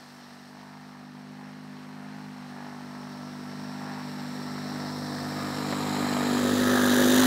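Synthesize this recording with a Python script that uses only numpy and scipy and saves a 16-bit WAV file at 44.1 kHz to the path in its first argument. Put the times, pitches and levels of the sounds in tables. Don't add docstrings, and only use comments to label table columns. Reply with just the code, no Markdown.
import sys
import numpy as np
from scipy import signal
from scipy.fft import rfft, irfft, next_fast_len
from scipy.io import wavfile
from scipy.ndimage import uniform_filter1d, map_coordinates

SR = 44100
rng = np.random.default_rng(int(sys.argv[2]) if len(sys.argv) > 2 else 0)


def wav_out(sig):
    wavfile.write(sys.argv[1], SR, np.round(np.clip(np.atleast_2d(sig).T, -1, 1) * 32767).astype(np.int16))


N = 320166
TIME = np.arange(N) / SR

# time in seconds, four-stroke cycles per second.
ENGINE_SPEED = [(0.0, 49.2), (0.32, 48.6), (0.74, 50.3), (0.98, 49.5), (1.48, 50.5), (1.92, 50.2),
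                (2.13, 50.8), (2.28, 50.5), (2.51, 49.3), (3.55, 49.6), (3.61, 50.1), (4.01, 50.1),
                (4.11, 49.6), (5.96, 49.8), (6.28, 49.2), (6.6, 49.7), (7.0, 49.6), (7.2, 51.0)]
# time in seconds, place (0 far, 1 midway, 2 close, 3 alongside;
# past 3 only the throb of hiss and spray still grows), extra delay of the reflection in ms.
PATH = [(0, 0.5, 0.28), (2.0, 0, 0.28), (3.2, 0.5, 0.28), (4.2, 0.2, 0.3), (5.1, 1, 0.29), (5.8, 2, 0.32),
        (6.25, 2, 0.32), (6.44, 2.5, 0.342), (6.7, 3, 0.36), (7.26, 4.5, 0.37)]
# time in seconds, drone offset in dB, boom offset in dB, bark offset in dB.
EXHAUST_CARRY = [(0, -2, -3, 2), (.7, 0.5, -2.2, -1), (1.15, 1, 0, 0), (4.5, .6, 0.6, -.5),
                 (5.5, -2, -3.2, 0.5), (5.95, -1, -1.6, 1.5), (6.4, -4.5, 3, 1.5), (7.0, -11, 3.5, -1.5),
                 (7.25, -15, 4, -6)]
# multiple of the cycle rate, relative level in dB.
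ORDERS_FAR = [(1, -32), (2, -19), (3, -3), (4, 1), (5, 0), (6, -10.5), (7, -14), (8, -9.5), (9, -15.5),
              (10, -24), (11, -36), (12, -10), (13, -15.5), (14, -15), (15, -19), (16, -14), (17, -14.5),
              (18, -11), (19, -32)]
ORDERS_MIDWAY = [(1, -35), (2, -14.5), (3, -4.5), (4, -7), (5, 0), (6, -6), (7, -18), (8, -15.5),
                 (9, -15.5), (10, -12.5), (11, -13), (12, -17.5), (13, -15), (14, -31), (15, -13),
                 (16, -34), (17, -18), (18, -14), (19, -17)]
ORDERS_CLOSE = [(1, -39), (2, -17.5), (3, -10.5), (4, -8), (5, 0), (6, -3.5), (7, -16), (8, -12.5),
                (9, -10), (10, -12.5), (11, -14), (12, -21), (13, -11.5), (14, -19), (15, -9.5),
                (16, -26.5), (17, -10), (18, -25), (19, -7.5)]
ORDERS_ALONGSIDE = [(1, -39), (2, -17.5), (3, -20), (4, -17.5), (5, 0), (6, -14), (7, -7.5), (8, -7.5),
                    (9, -13.5), (10, -12), (11, -9.5), (12, -21.5), (13, -32), (14, -25.5), (15, -38),
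                    (16, -33), (17, -36), (18, -35), (19, -35)]
# resonance in Hz, width far off in Hz, width close up in Hz.
SILENCER_CHAMBERS = [(108, 30, 30), (220, 14, 80), (325, 22, 22), (720, 150, 300)]
# frequency in Hz, relative level in dB per Hz.
GAS_SPECTRUM = [(50, -34), (80, -15), (130, -12.5), (220, 2), (300, -2), (420, -2.5), (540, -4.5),
                (700, -13), (1100, -22)]
FIRINGS = [(.19, 0.8), (.6, 0.5)]
# frequency in Hz, relative level in dB per Hz.
CLATTER_FAR = [(310, -38), (520, -5.5), (591, -17), (649, -10), (709, -1), (909, 0), (1050, -5.5),
               (1140, -2.5), (1240, -6.5), (1770, -5), (2600, -17.5), (3380, -31), (5720, -120)]
CLATTER_MIDWAY = [(310, -42), (520, -10), (603, -8), (658, 6), (789, 0.5), (916, 0.5), (1230, -2.5),
                  (1350, -8), (1420, -6.5), (1830, -4), (2600, -25.5), (3380, -48), (5720, -120)]
CLATTER_CLOSE = [(310, -34), (520, -14), (583, -21), (632, -1), (789, 0), (922, -1.5), (1290, 0.5),
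                 (1470, -6.5), (1780, -4), (2370, -10), (2600, -18), (3380, -31), (5720, -120)]
CLATTER_ALONGSIDE = [(310, -33), (520, -17), (600, -3), (800, -6), (1080, -7), (1260, -4), (1470, -6),
                     (1630, 1), (1860, -4), (2050, -20), (2300, -42), (3400, -55)]
# time in seconds, level in dB before its flutter, multiple of the cycle rate.
DRIVE_WHINE = [(0, -66, 26.9), (2.3, -73, 26.9), (2.9, -58, 26.9), (3.8, -58, 27.0), (4.6, -52.5, 26.8),
               (5.5, -55, 26.9), (6.3, -51, 25.9), (6.7, -38.5, 25.7), (7.26, -48, 24.4)]
# frequency in Hz, relative level in dB per Hz.
HISS_FAR = [(1700, 0.5), (2300, -4), (3000, 2), (3600, 4), (4250, 0.5), (4900, -6), (5450, -10.5),
            (5900, -11), (7000, -11), (9000, -64)]
HISS_MIDWAY = [(1700, 0), (2400, -9.5), (3000, -7), (3600, 4.5), (3900, 5), (4130, 1), (4400, 0.5),
               (4900, -2.5), (5250, 0), (5480, -4), (5750, -4.5), (6700, -20), (9000, -34.5)]
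HISS_CLOSE = [(1700, -30), (2400, -1.5), (2750, -1.5), (3150, 7), (3500, -1.5), (3850, 3), (4080, 0),
              (4300, -5), (5000, -5.5), (5400, -6.5), (6000, -13), (6700, -5), (9000, -22)]
HISS_ALONGSIDE = [(1700, 0), (2300, -8), (2900, 1), (3400, -2), (3850, -1), (4300, -9), (5000, -6),
                  (5900, -1.5), (6700, -15.5), (9000, -40)]
# frequency in Hz, width in Hz.
CLUTCH_HOUSING = [(4120, 130), (5460, 180)]
# time in seconds, lower ring in dB, upper ring in dB.
HOUSING_RING = [(0, -19, -19), (2.5, -14, -19), (3.9, -22, -8.5), (4.7, -13, -10), (5.4, -20, -12.5),
                (6.1, -10.5, -21), (6.6, -37, -40)]
# frequency in Hz, relative level in dB per Hz.
SPRAY_SPECTRUM = [(4500, -30), (6200, -3.5), (7500, 0.5), (8600, -6), (10000, -8), (11500, -8),
                  (13000, -14), (14200, -7.5), (15700, -16)]
SPRAY_ALONGSIDE = [(4500, -30), (6200, -1), (7400, 1), (8500, -1), (11500, -2.5), (14200, -4.5),
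                   (15700, -5)]
# frequency in Hz, relative level in dB per Hz.
TYRE_SPECTRUM = [(15, -8), (30, -3), (50, -1), (80, -3), (140, -8)]
# time in seconds, level in dB as the burst starts.
KNOCKS = [(2.887, -47), (5.725, -26), (6.168, -29), (7.138, -40)]

DRIVE_M_PER_S, PASS_S, PASS_M = 2.977, 8.39, 3
# (dB at 10 m, dB gained each time the distance halves)
DRONE_LEVEL, BOOM_LEVEL, BARK_LEVEL = (-37.5, 11.1), (-36, 10.5), (-41.5, 14.5)
CHAMBER_LEVEL, CLATTER_LEVEL = (-53, 11), (-39.5, 11.22)
HISS_LEVEL, SPRAY_LEVEL, RUMBLE_LEVEL = (-45, 11.8), (-52.5, 13.6), (-71, 8.1)
DRONE_DB_PER_HZ = 3
BARK_DB_PER_HZ_PER_S = 0.28
SETTLE_S, CLATTER_START_DB, HISS_START_DB, SPRAY_START_DB = 1.07, 3, 6.5, 8
HISS_ECHO, SPRAY_ECHO = .5, .42
START_CYCLE = 0.1714
CUTOFF_HZ = 15800


def from_db(db):
    return 10 ** (np.asarray(db) / 20)


def rms_one(x):
    return x / np.sqrt(np.mean(x ** 2) + 1e-20)


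def in_time(rows):
    seconds, *columns = np.transpose(rows)
    return [np.interp(TIME, seconds, column) for column in columns]


def drift(rate_hz):
    pole = np.exp(-80 * np.pi * rate_hz / SR)
    noise = rng.standard_normal(N // 40 + 2002)
    slow = signal.lfilter([1], [1, -2 * pole, pole * pole], noise)[2000:]
    return np.interp(np.arange(N) / 40, np.arange(len(slow)), rms_one(slow))


def colour(x, spectrum):
    size = next_fast_len(N)
    hz, level_db = np.transpose(spectrum)
    log_hz = np.log(np.arange(size // 2 + 1) * SR / size + 1)
    gain = from_db(np.interp(log_hz, np.log(hz), level_db, left=-90, right=-90))
    return rms_one(irfft(rfft(x, size) * gain, size)[:N])


def blend(place, aspects):
    place = np.clip(place, 0, len(aspects) - 1)
    return sum(np.clip(1 - abs(place - k), 0, 1) * aspect for k, aspect in enumerate(aspects))


def throb(cycle, pulses, width, depth):
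    bumps = 0
    for at, strength in pulses:
        from_peak = np.cos(2 * np.pi * (cycle - at)) - 1
        bumps = bumps + strength * np.exp(from_peak / (2 * np.pi * width) ** 2)
    return rms_one(1 + depth * bumps)


def approach(level, extra_db=0):
    db_at_10_m, db_per_halving = level
    distance_m = np.hypot(PASS_M, DRIVE_M_PER_S * (PASS_S - TIME))
    return from_db(db_at_10_m - db_per_halving * np.log2(distance_m / 10) + extra_db)


def exhaust_orders(cycle, place, group, shake, shake_rate_hz=9, soften_hz=720):
    out, power = 0, 0
    closeness = np.clip(place - .7, 0, 1)
    tables = (ORDERS_FAR, ORDERS_MIDWAY, ORDERS_CLOSE, ORDERS_ALONGSIDE)
    for order in group:
        hz = order * np.mean(np.array(ENGINE_SPEED)[:, 1])
        level_db = blend(place, [np.interp(order, *np.transpose(table)) for table in tables])
        gain = from_db(level_db) / np.hypot(1, (hz / soften_hz) ** 2)
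        lag_far, lag_close = sum(2 * np.arctan(2 * (hz - centre) / np.array(widths))
                                 for centre, *widths in SILENCER_CHAMBERS)
        lag = lag_far + closeness * (lag_close - lag_far)
        angle = 2 * np.pi * order * cycle - lag
        steady = (1 + shake * drift(shake_rate_hz)) * np.cos(angle)
        unsteady = shake * drift(shake_rate_hz) * np.sin(angle)
        out = out + gain * (steady + unsteady)
        power = power + gain ** 2 * (1 / 2 + shake ** 2)
    return out / np.sqrt(power)


def chambers(ring_hz=224, width_hz=22):
    b, a = signal.iirpeak(ring_hz, ring_hz / width_hz, fs=SR)
    once = signal.lfilter(b, a, rng.standard_normal(N))
    return approach(CHAMBER_LEVEL) * rms_one(signal.lfilter(b, a, once))


def exhaust(cycle, place, speed):
    drone_db, boom_db, bark_db = in_time(EXHAUST_CARRY)
    throttle_db = DRONE_DB_PER_HZ * (speed - speed.mean())
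    pull_db = BARK_DB_PER_HZ_PER_S * uniform_filter1d(np.gradient(speed) * SR, size=SR // 8)
    drone = exhaust_orders(cycle, place, range(1, 5), shake=0.12)
    drone = approach(DRONE_LEVEL, drone_db + throttle_db) * drone
    boom = approach(BOOM_LEVEL, boom_db) * exhaust_orders(cycle, place, [5], shake=0.033)
    bark = exhaust_orders(cycle, place, range(6, 20), shake=0.36, shake_rate_hz=11.2)
    puffs = throb(cycle, [(.1, 0.61)], width=0.086, depth=2)
    gas = colour(rng.standard_normal(N) * puffs, GAS_SPECTRUM)
    rough = approach(BARK_LEVEL, bark_db + pull_db) * (bark + from_db(-6) * gas)
    flutter = from_db(0.33 * drift(29))
    return (drone + boom + chambers() + rough) * flutter


def rattle(cycle, regular, size=900):
    regular = np.clip(regular, 0, 1)
    at = (cycle % 1) * size
    repeating = sum(drift(1.57) * np.interp(at, np.arange(size), pattern)
                    for pattern in rng.standard_normal((4, size)))
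    return np.sqrt(regular) * rms_one(repeating) + np.sqrt(1 - regular) * rng.standard_normal(N)


def clatter(cycle, place):
    strokes = throb(cycle, FIRINGS, width=.075, depth=1.5)
    blows = rattle(cycle, regular=0.25) * strokes * from_db(0.3 * drift(45))
    spectra = (CLATTER_FAR, CLATTER_MIDWAY, CLATTER_CLOSE, CLATTER_ALONGSIDE)
    return blend(place, [colour(blows, spectrum) for spectrum in spectra])


def whine(speed, wander_cycles=0.2):
    level_db, ratio = in_time(DRIVE_WHINE)
    angle = 2 * np.pi * (np.cumsum(ratio * speed) / SR + wander_cycles * drift(12))
    return from_db(level_db + 2.1 * drift(18)) * np.sqrt(2) * np.sin(angle)


def reflected(x, delay_ms, strength):
    echo = map_coordinates(x, [np.arange(N) - delay_ms * SR / 1000], order=3)
    return rms_one(x - strength * echo)


def hiss(cycle, place, delay_ms):
    pulses = [(.2, 0.72), (.58, 0.65)]
    air = rng.standard_normal(N) * throb(cycle, pulses, width=0.086, depth=0.31 + 0.079 * place ** 2)
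    air = air * from_db(0.72 * drift(27))
    spectra = (HISS_FAR, HISS_MIDWAY, HISS_CLOSE, HISS_ALONGSIDE)
    broad = blend(place, [colour(air, spectrum) for spectrum in spectra])
    ring = 0
    for (hz, width_hz), level_db in zip(CLUTCH_HOUSING, in_time(HOUSING_RING)):
        b, a = signal.iirpeak(hz, hz / width_hz, fs=SR)
        ring = ring + from_db(level_db) * rms_one(signal.lfilter(b, a, air))
    return reflected(broad + ring, delay_ms, HISS_ECHO)


def spray(cycle, place, delay_ms):
    grains = rng.standard_normal(N) * from_db(0.61 * drift(250) + .3 * drift(19))
    pulses = [(.23, 0.64), (.58, 0.9)]
    grains = grains * throb(cycle, pulses, width=0.079, depth=0.17 + 0.13 * place ** 2)
    far, alongside = colour(grains, SPRAY_SPECTRUM), colour(grains, SPRAY_ALONGSIDE)
    return reflected(blend(place, [far, far, far, alongside]), delay_ms, SPRAY_ECHO)


def tyres():
    return approach(RUMBLE_LEVEL) * colour(rng.standard_normal(N), TYRE_SPECTRUM)


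def chassis(t60_s=0.069):
    bursts = sum(from_db(level_db - 60 * abs(TIME - start) / t60_s) * (TIME >= start)
                 for start, level_db in KNOCKS)
    panel = signal.butter(2, [550, 1500], "band", fs=SR, output="sos")
    return bursts * rms_one(signal.sosfilt(panel, rng.standard_normal(N)))


def scene():
    speed, = in_time(ENGINE_SPEED)
    cycle = START_CYCLE + np.cumsum(speed) / SR + 0.0042 * drift(11.6)
    place, delay_ms = in_time(PATH)
    early = np.clip(1 - TIME / SETTLE_S, 0, 1)
    casing = approach(CLATTER_LEVEL, CLATTER_START_DB * early ** 2) * clatter(cycle, place)
    engine = exhaust(cycle, place, speed) + casing + whine(speed)
    belt = approach(HISS_LEVEL, HISS_START_DB * early) * hiss(cycle, place, delay_ms)
    snow = approach(SPRAY_LEVEL, SPRAY_START_DB * early) * spray(cycle, place, delay_ms)
    return (engine + belt + snow + tyres() + chassis())[None]


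def record(dry):
    return signal.sosfilt(signal.ellip(12, .1, 80, CUTOFF_HZ, fs=SR, output="sos"), dry)


dry = scene()
out = record(dry)
wav_out(out)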